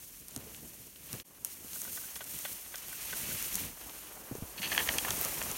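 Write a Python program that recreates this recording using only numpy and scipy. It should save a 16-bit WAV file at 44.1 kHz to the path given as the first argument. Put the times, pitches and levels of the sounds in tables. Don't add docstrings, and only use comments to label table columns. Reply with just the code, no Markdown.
import sys
import numpy as np
from scipy import signal
from scipy.fft import rfft, irfft, next_fast_len
from scipy.io import wavfile

SR = 44100
rng = np.random.default_rng(int(sys.argv[2]) if len(sys.argv) > 2 else 0)


def store_wav(level_fs):
    pcm = np.round(np.clip(np.atleast_2d(level_fs), -1, 1) * 32767)
    wavfile.write(sys.argv[1], SR, pcm.T.astype(np.int16))


N = 245637
CUTOFF_HZ = 15900
EVENT_SAMPLES = 4096

# (frequency [Hz], bandwidth [Hz], gain [dB])
BRANCH_MODES = [(700, 200, -1.5), (1090, 290, -5.5), (1800, 170, 1), (2150, 260, -4), (2550, 440, -4.5),
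                (2930, 160, -2), (3274, 160, 0.5), (4270, 250, -4.5), (4460, 340, -3.5), (6500, 760, -9)]


def haul():
    # (start [s], rise [s], hold [s], fall [s], grass [dB], stems [dB], ground [dB])
    pulls = [(0.23, 0.095, 0.17, 0.59, -59, -64.5, -55), (0.969, 0.17, 0.081, 0.047, -48, -55.5, -56),
             (1.443, 0.0089, 0.044, 0.12, -48.5, -60, -64), (1.66, 0.092, 0.25, .09, -43, -59.5, -58.5),
             (2.231, 0.084, 0.22, .07, -44.5, -56, -63.5), (2.644, 0.672, 0.3, 0.12, -39.5, -47, -52.5),
             (3.763, 0.062, 0.22, .1, -52.5, -59, -75), (4.536, 0.21, 0.46, 1, -39.5, -46, -50)]
    # (time [s], relative level [dB])
    slide_curve = [(0, -51), (.2, -53), (.78, -51.5), (.92, -54), (1.33, -57.5), (1.6, -49.5),
                   (2.15, -46.5), (2.65, -47.5), (4.2, -51), (5.57, -44)]
    # (time [s], relative level [dB])
    drag_curve = [(0, -71.5), (.95, -79), (1.3, -65.5), (2.2, -62), (3.73, -59), (3.85, -56.5), (4.56, -55),
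                  (4.8, -43.5), (5.2, -47.5), (5.57, -48)]
    t, tugs = np.arange(N) / SR, 0
    for start, rise, hold, fall, *levels_db in pulls:
        effort = np.clip(np.minimum((t - start) / rise, 1 - (t - start - rise - hold) / fall), 0, 1)
        tugs = tugs + np.outer(from_db(levels_db), effort)
    grass, stems, ground = tugs
    slide, drag = gain_curve(slide_curve), gain_curve(drag_curve)
    swept = power_sum(grass, slide)
    brushed = power_sum(stems, from_db(-10.5) * slide)
    dragged = power_sum(drag, from_db(-7.5) * ground)
    shaken = power_sum(ground, from_db(-14.5) * drag, from_db(-62.5))
    return swept, brushed, dragged, shaken


def undergrowth(swept, brushed, dragged, shaken):
    # (frequency [Hz], relative spectral density [dB])
    grass_spectrum = [(1500, -33), (3500, -9), (6000, -4), (9000, 0), (12500, 0.5), (15500, -3)]
    stem_spectrum = [(700, -9.5), (1300, -5.5), (2000, -1.5), (2900, 1.5), (4500, -2), (7000, -7.5),
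                     (12000, -12.5)]
    litter_spectrum = [(120, -10), (300, 1.5), (550, 0.5), (1000, 0.5), (1600, -4.5), (3000, -10.5),
                       (6000, -18)]
    ground_spectrum = [(35, -22), (60, 0.5), (110, -2), (200, -1.5), (330, -6), (600, -11.5), (1500, -56)]
    grass = rustle(grass_spectrum, per_s=2000, spread_db=3, blur_db=5, flutter_db=1.45, flutter_hz=70)
    stems = rustle(stem_spectrum, per_s=500, spread_db=2, blur_db=5, flutter_db=2, flutter_hz=80)
    litter = rustle(litter_spectrum, per_s=550, spread_db=2, blur_db=3, flutter_db=3, flutter_hz=80)
    ground = rustle(ground_spectrum, per_s=200, spread_db=3, blur_db=1, flutter_db=3, flutter_hz=26)
    return (swept * from_db(2) * grass + brushed * from_db(3) * stems
            + dragged * from_db(0.5) * litter + shaken * from_db(0.38) * ground)


def stalk_breaks(swept, per_s=7, spread_db=10, centre_hz=9000, decay_ms=0.36):
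    draws = rng.random((128, 3))
    times = np.cumsum(-np.log(1 - draws[:, 0])) / per_s
    return [(s, 20 * np.log10(swept[int(s * SR)]) + 13 + spread_db * size,
             centre_hz * 2 ** (thinness / 2), decay_ms)
            for s, (size, thinness) in zip(times, 2 * draws[:, 1:] - 1) if s * SR < N]


def twig_snaps(stalks, breadth=0.82):
    # (time [s], relative level [dB], centre [Hz], decay [ms])
    snaps = [(.2837, -28, 9500, 0.55), (.3628, -19.5, 6800, .47), (.5468, -32, 3300, .7),
             (.9595, -41.5, 3180, 2.1), (1.1296, -22, 11000, 0.57), (1.1303, -28, 3800, 0.71),
             (1.1385, -40, 1700, 2.7), (1.1992, -29.5, 3500, 1.5), (1.4479, -16.5, 11100, 1.1),
             (1.733, -28.5, 4960, .6), (1.818, -19.5, 8700, 0.36), (2.1573, -30.5, 4300, 1.1),
             (2.389, -22, 12000, .4), (2.7572, -24, 5430, .5), (3.4262, -17.5, 12100, .3),
             (3.5553, -9, 12000, .17), (3.8958, -35, 3400, 1.5), (4.3528, -32.5, 6000, 0.42),
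             (4.9833, -17, 8060, 0.98), (5.1062, -17, 7500, .65), (5.2129, -13, 13000, .4),
             (5.2493, -11.5, 11000, .3), (5.5149, -18.5, 7350, .39)]
    out = np.zeros(N)
    for s, db, hz, decay_ms in snaps + stalks:
        fracture, energy = burst(decay_ms, tail_db=-20.5, tail_ms=7 * decay_ms)
        fracture[0] = 2
        crack = resonance(resonance(fracture, hz, breadth * hz), hz, 2 * breadth * hz)
        body, _ = burst(decay_ms, tail_db=-16, tail_ms=5)
        pop = resonance(body, hz / 3.1, hz / 2)
        snap = with_energy(crack, energy) + from_db(-13) * with_energy(pop, energy)
        add(out, s, from_db(db - 3.5) * snap)
    return out


def stay_knocks():
    # (time [s], relative level [dB], centre [Hz], decay [ms])
    hits = [(1.755, -39, 1500, 4.9), (1.8478, -37, 1600, 4.8), (1.876, -39.5, 1500, 3.7),
            (1.971, -33, 1500, 4.8), (2.034, -39, 1500, 3.7), (2.158, -34.5, 2100, 5.5),
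            (2.205, -33, 1400, 7.8), (2.449, -26.5, 1750, 5.8), (2.7395, -30.5, 2000, 4.5),
            (2.926, -35, 1800, 4.5), (3.1255, -26, 1570, 4.2), (3.2087, -38, 2700, 4),
            (3.3115, -34.5, 1500, 4.9), (3.4035, -35, 2200, 1.5)]
    # (frequency [Hz], bandwidth [Hz], gain [dB])
    stay_modes = [(613, 180, 1.5), (1160, 104, -3.5), (1506, 74, 6), (1760, 130, -3.5), (1930, 190, -2),
                  (2750, 220, -6), (3400, 270, 1), (4550, 220, -10)]
    return from_db(-5) * knocks(hits, stay_modes, breadth=1.34, grip_ms=1.2)


def branch_knocks():
    # (time [s], relative level [dB], centre [Hz], decay [ms])
    hits = [(4.7162, -24, 2180, 8.6), (4.7475, -23.5, 2100, 2.6), (4.7605, -27, 2100, 3.7),
            (4.7769, -10, 2330, 1.94), (4.7875, -24, 2720, 12.4), (4.802, -25.5, 1290, 8.4),
            (4.873, -28, 1900, 3), (4.8877, -13.5, 2250, 2.4), (4.937, -30.5, 2200, 4.5),
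            (4.9835, -15.5, 3700, 2.2), (5.0468, -23.5, 1700, 4.2), (5.081, -26.5, 1290, 7.4),
            (5.1064, -20, 4200, 1.6), (5.2412, -28.5, 2800, 3), (5.415, -22, 880, 1.5)]
    return from_db(-4) * knocks(hits, BRANCH_MODES, breadth=0.76, grip_ms=0.26)


def branch_rasps(edge_s=0.0041):
    # (start [s], end [s], level [dB], centre [Hz])
    strokes = [(4.576, 4.597, -39.5, 3400), (4.616, 4.659, -34.5, 3280), (4.659, 4.676, -39.5, 3400),
               (4.696, 4.73, -36.5, 2700)]
    # (frequency [Hz], relative spectral density [dB])
    rust_spectrum = [(800, -2.5), (1800, -6.5), (2700, -0.5), (3500, -4.5), (4400, 3.5), (5200, -6.5),
                     (8000, -4)]
    out, t = np.zeros(N), np.arange(EVENT_SAMPLES) / SR
    friction = rustle(rust_spectrum, per_s=830, spread_db=-5, blur_db=7, flutter_db=-4, flutter_hz=160)
    for start, end, db, hz in strokes:
        slips = friction[int(start * SR):][:len(t)]
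        envelope = np.clip(t / edge_s, 0, 1) * np.clip((end - start - t) / edge_s + 1, 0, 1)
        add(out, start, from_db(db) * envelope * rms_one(wood(slips, BRANCH_MODES, hz, breadth=1.15)))
    return out


def thuds(sag=0.16, crunch_hz=463, weight_lag_s=0.007):
    # (time [s], relative level [dB], mid pitch [Hz], decay [ms], weight against touch [dB])
    landings = [(.3636, -33, 260, 7.4, -4), (.463, -49.5, 433, 20, -12), (1.131, -37.5, 258, 5.5, 5),
                (1.645, -44.5, 282, 5.1, -7), (3.545, -40, 191, 23, -10), (3.645, -38.5, 194, 16, -15),
                (4.3125, -28.5, 270, 5.2, -3), (4.3525, -29.5, 425, 2.3, -12), (4.383, -36, 160, 4.6, -10),
                (4.423, -26.5, 179, 4.2, -5.5), (4.599, -36.5, 200, 8.7, -13)]
    out, t = np.zeros(N), np.arange(EVENT_SAMPLES) / SR
    touches = [row[:-1] for row in landings]
    weights = [(s + weight_lag_s, db + weight_db, hz * 0.48, decay_ms * 1.7)
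               for s, db, hz, decay_ms, weight_db in landings]
    for s, db, hz, decay_ms in touches + weights:
        age = t * 1000 / decay_ms
        phase = 2 * np.pi * np.cumsum(hz * (1 + sag * (np.exp(-age) - .5))) / SR
        noise = rng.standard_normal(len(t))
        crunch = rms_one(resonance(resonance(noise, crunch_hz, 380), crunch_hz, 1800))
        thud = np.sin(phase) * np.exp(-age) + from_db(-18) * crunch * np.exp(-age / 2)
        attack = 1 - np.exp(-6 * age)
        add(out, s, from_db(db + 1) * thud * attack)
    return out


def buffeting():
    # (time [s], level [dB])
    rumble_curve = [(0, -68), (1.5, -80), (3.1, -68), (3.55, -55), (4.1, -70), (5.57, -55)]
    # (frequency [Hz], relative spectral density [dB])
    rumble_spectrum = [(22, -29), (38, -3), (55, 1), (80, -21), (160, -44)]
    return gain_curve(rumble_curve) * coloured(rng.standard_normal(N), rumble_spectrum)


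def rustle(spectrum, per_s, spread_db, blur_db, flutter_db, flutter_hz):
    sizes = from_db(spread_db * np.minimum(rng.exponential(1, N), 4)) * rng.choice([-1, 1], N)
    grains = rms_one(sizes * (rng.random(N) < per_s / SR))
    contacts = grains + from_db(blur_db) * rng.standard_normal(N)
    return coloured(contacts * from_db(flutter_db * drift(flutter_hz)), spectrum)


def knocks(hits, modes, breadth, grip_ms):
    out, ms = np.zeros(N), np.arange(EVENT_SAMPLES) / SR * 1000
    grip = 1 - np.exp(-ms / grip_ms)
    for s, db, hz, decay_ms in hits:
        slip, energy = burst(decay_ms, tail_db=-33, tail_ms=9.9)
        add(out, s, from_db(db) * with_energy(wood(slip * grip, modes, hz, breadth), energy))
    return out


def wood(force, modes, centre_hz, breadth):
    contact = resonance(force, centre_hz, breadth * centre_hz)
    return sum((-1) ** k * from_db(db) * resonance(contact, hz, width_hz)
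               for k, (hz, width_hz, db) in enumerate(modes))


def burst(decay_ms, tail_db, tail_ms):
    ms = np.arange(EVENT_SAMPLES) / SR * 1000
    envelope = np.exp(-ms / decay_ms) + from_db(tail_db) * np.exp(-ms / tail_ms)
    return envelope * rng.choice([-1, 1], len(ms)), np.sum(envelope ** 2)


def resonance(x, hz, width_hz):
    radius = np.exp(-np.pi * width_hz / SR)
    angle = 2 * np.pi * min(hz, CUTOFF_HZ) / SR
    numerator = np.array([1, 0, -1]) * (1 - radius ** 2) / 2
    denominator = [1, -(1 + radius ** 2) * np.cos(angle), radius ** 2]
    return signal.lfilter(numerator, denominator, x + 1e-18)


def coloured(x, spectrum):
    hz, db = np.transpose(spectrum)
    size = next_fast_len(N)
    f = np.maximum(np.fft.rfftfreq(size, 1 / SR), 1)
    skirts = np.minimum(f / hz[0], 1) ** 2 * np.minimum(hz[-1] / f, 1)
    gain = from_db(np.interp(np.log(f), np.log(hz), db))
    return rms_one(irfft(rfft(x, size) * skirts * gain, size)[:N])


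def drift(rate_hz):
    knots = rng.standard_normal(2048)
    return np.interp(np.arange(N) / SR * rate_hz, np.arange(len(knots)), knots)


def gain_curve(rows):
    times, db = np.transpose(rows)
    return from_db(np.interp(np.arange(N) / SR, times, db))


def power_sum(*gains):
    return np.sqrt(sum(g ** 2 for g in gains))


def from_db(db):
    return 10 ** (np.asarray(db) / 20)


def rms_one(x):
    return x / np.sqrt(np.mean(x ** 2) + 1e-20)


def with_energy(x, energy):
    return x * np.sqrt(energy / np.sum(x ** 2))


def add(track, s, sound):
    at = int(s * SR)
    track[at:at + len(sound)] += sound[:max(N - at, 0)]


def scene():
    swept, brushed, dragged, shaken = haul()
    plants = undergrowth(swept, brushed, dragged, shaken)
    air = buffeting()
    wire_on_wood = stay_knocks() + branch_knocks() + branch_rasps()
    steps = thuds()
    snaps = twig_snaps(stalk_breaks(swept))
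    return (plants + snaps + wire_on_wood + steps + air)[None]


def record(dry):
    # (frequency [Hz], bandwidth [Hz], gain [dB])
    treble_response = [(3730, 1260, -4), (4900, 700, -4.5), (6340, 660, 2), (7720, 1300, -3.5),
                       (10450, 670, -6.5)]
    for hz, width_hz, db in treble_response:
        dry = dry + (from_db(db) - 1) * resonance(dry, hz, width_hz)
    dip_s, dip_half_width_s, dip_db = 1.238, 0.0086, -35
    t = np.arange(N) / SR
    dip = from_db(dip_db / (1 + ((t - dip_s) / dip_half_width_s) ** 2))
    low_pass = signal.ellip(10, .2, 80, CUTOFF_HZ, fs=SR, output="sos")
    return signal.sosfilt(low_pass, dry * dip)


dry = scene()
out = record(dry)
store_wav(out)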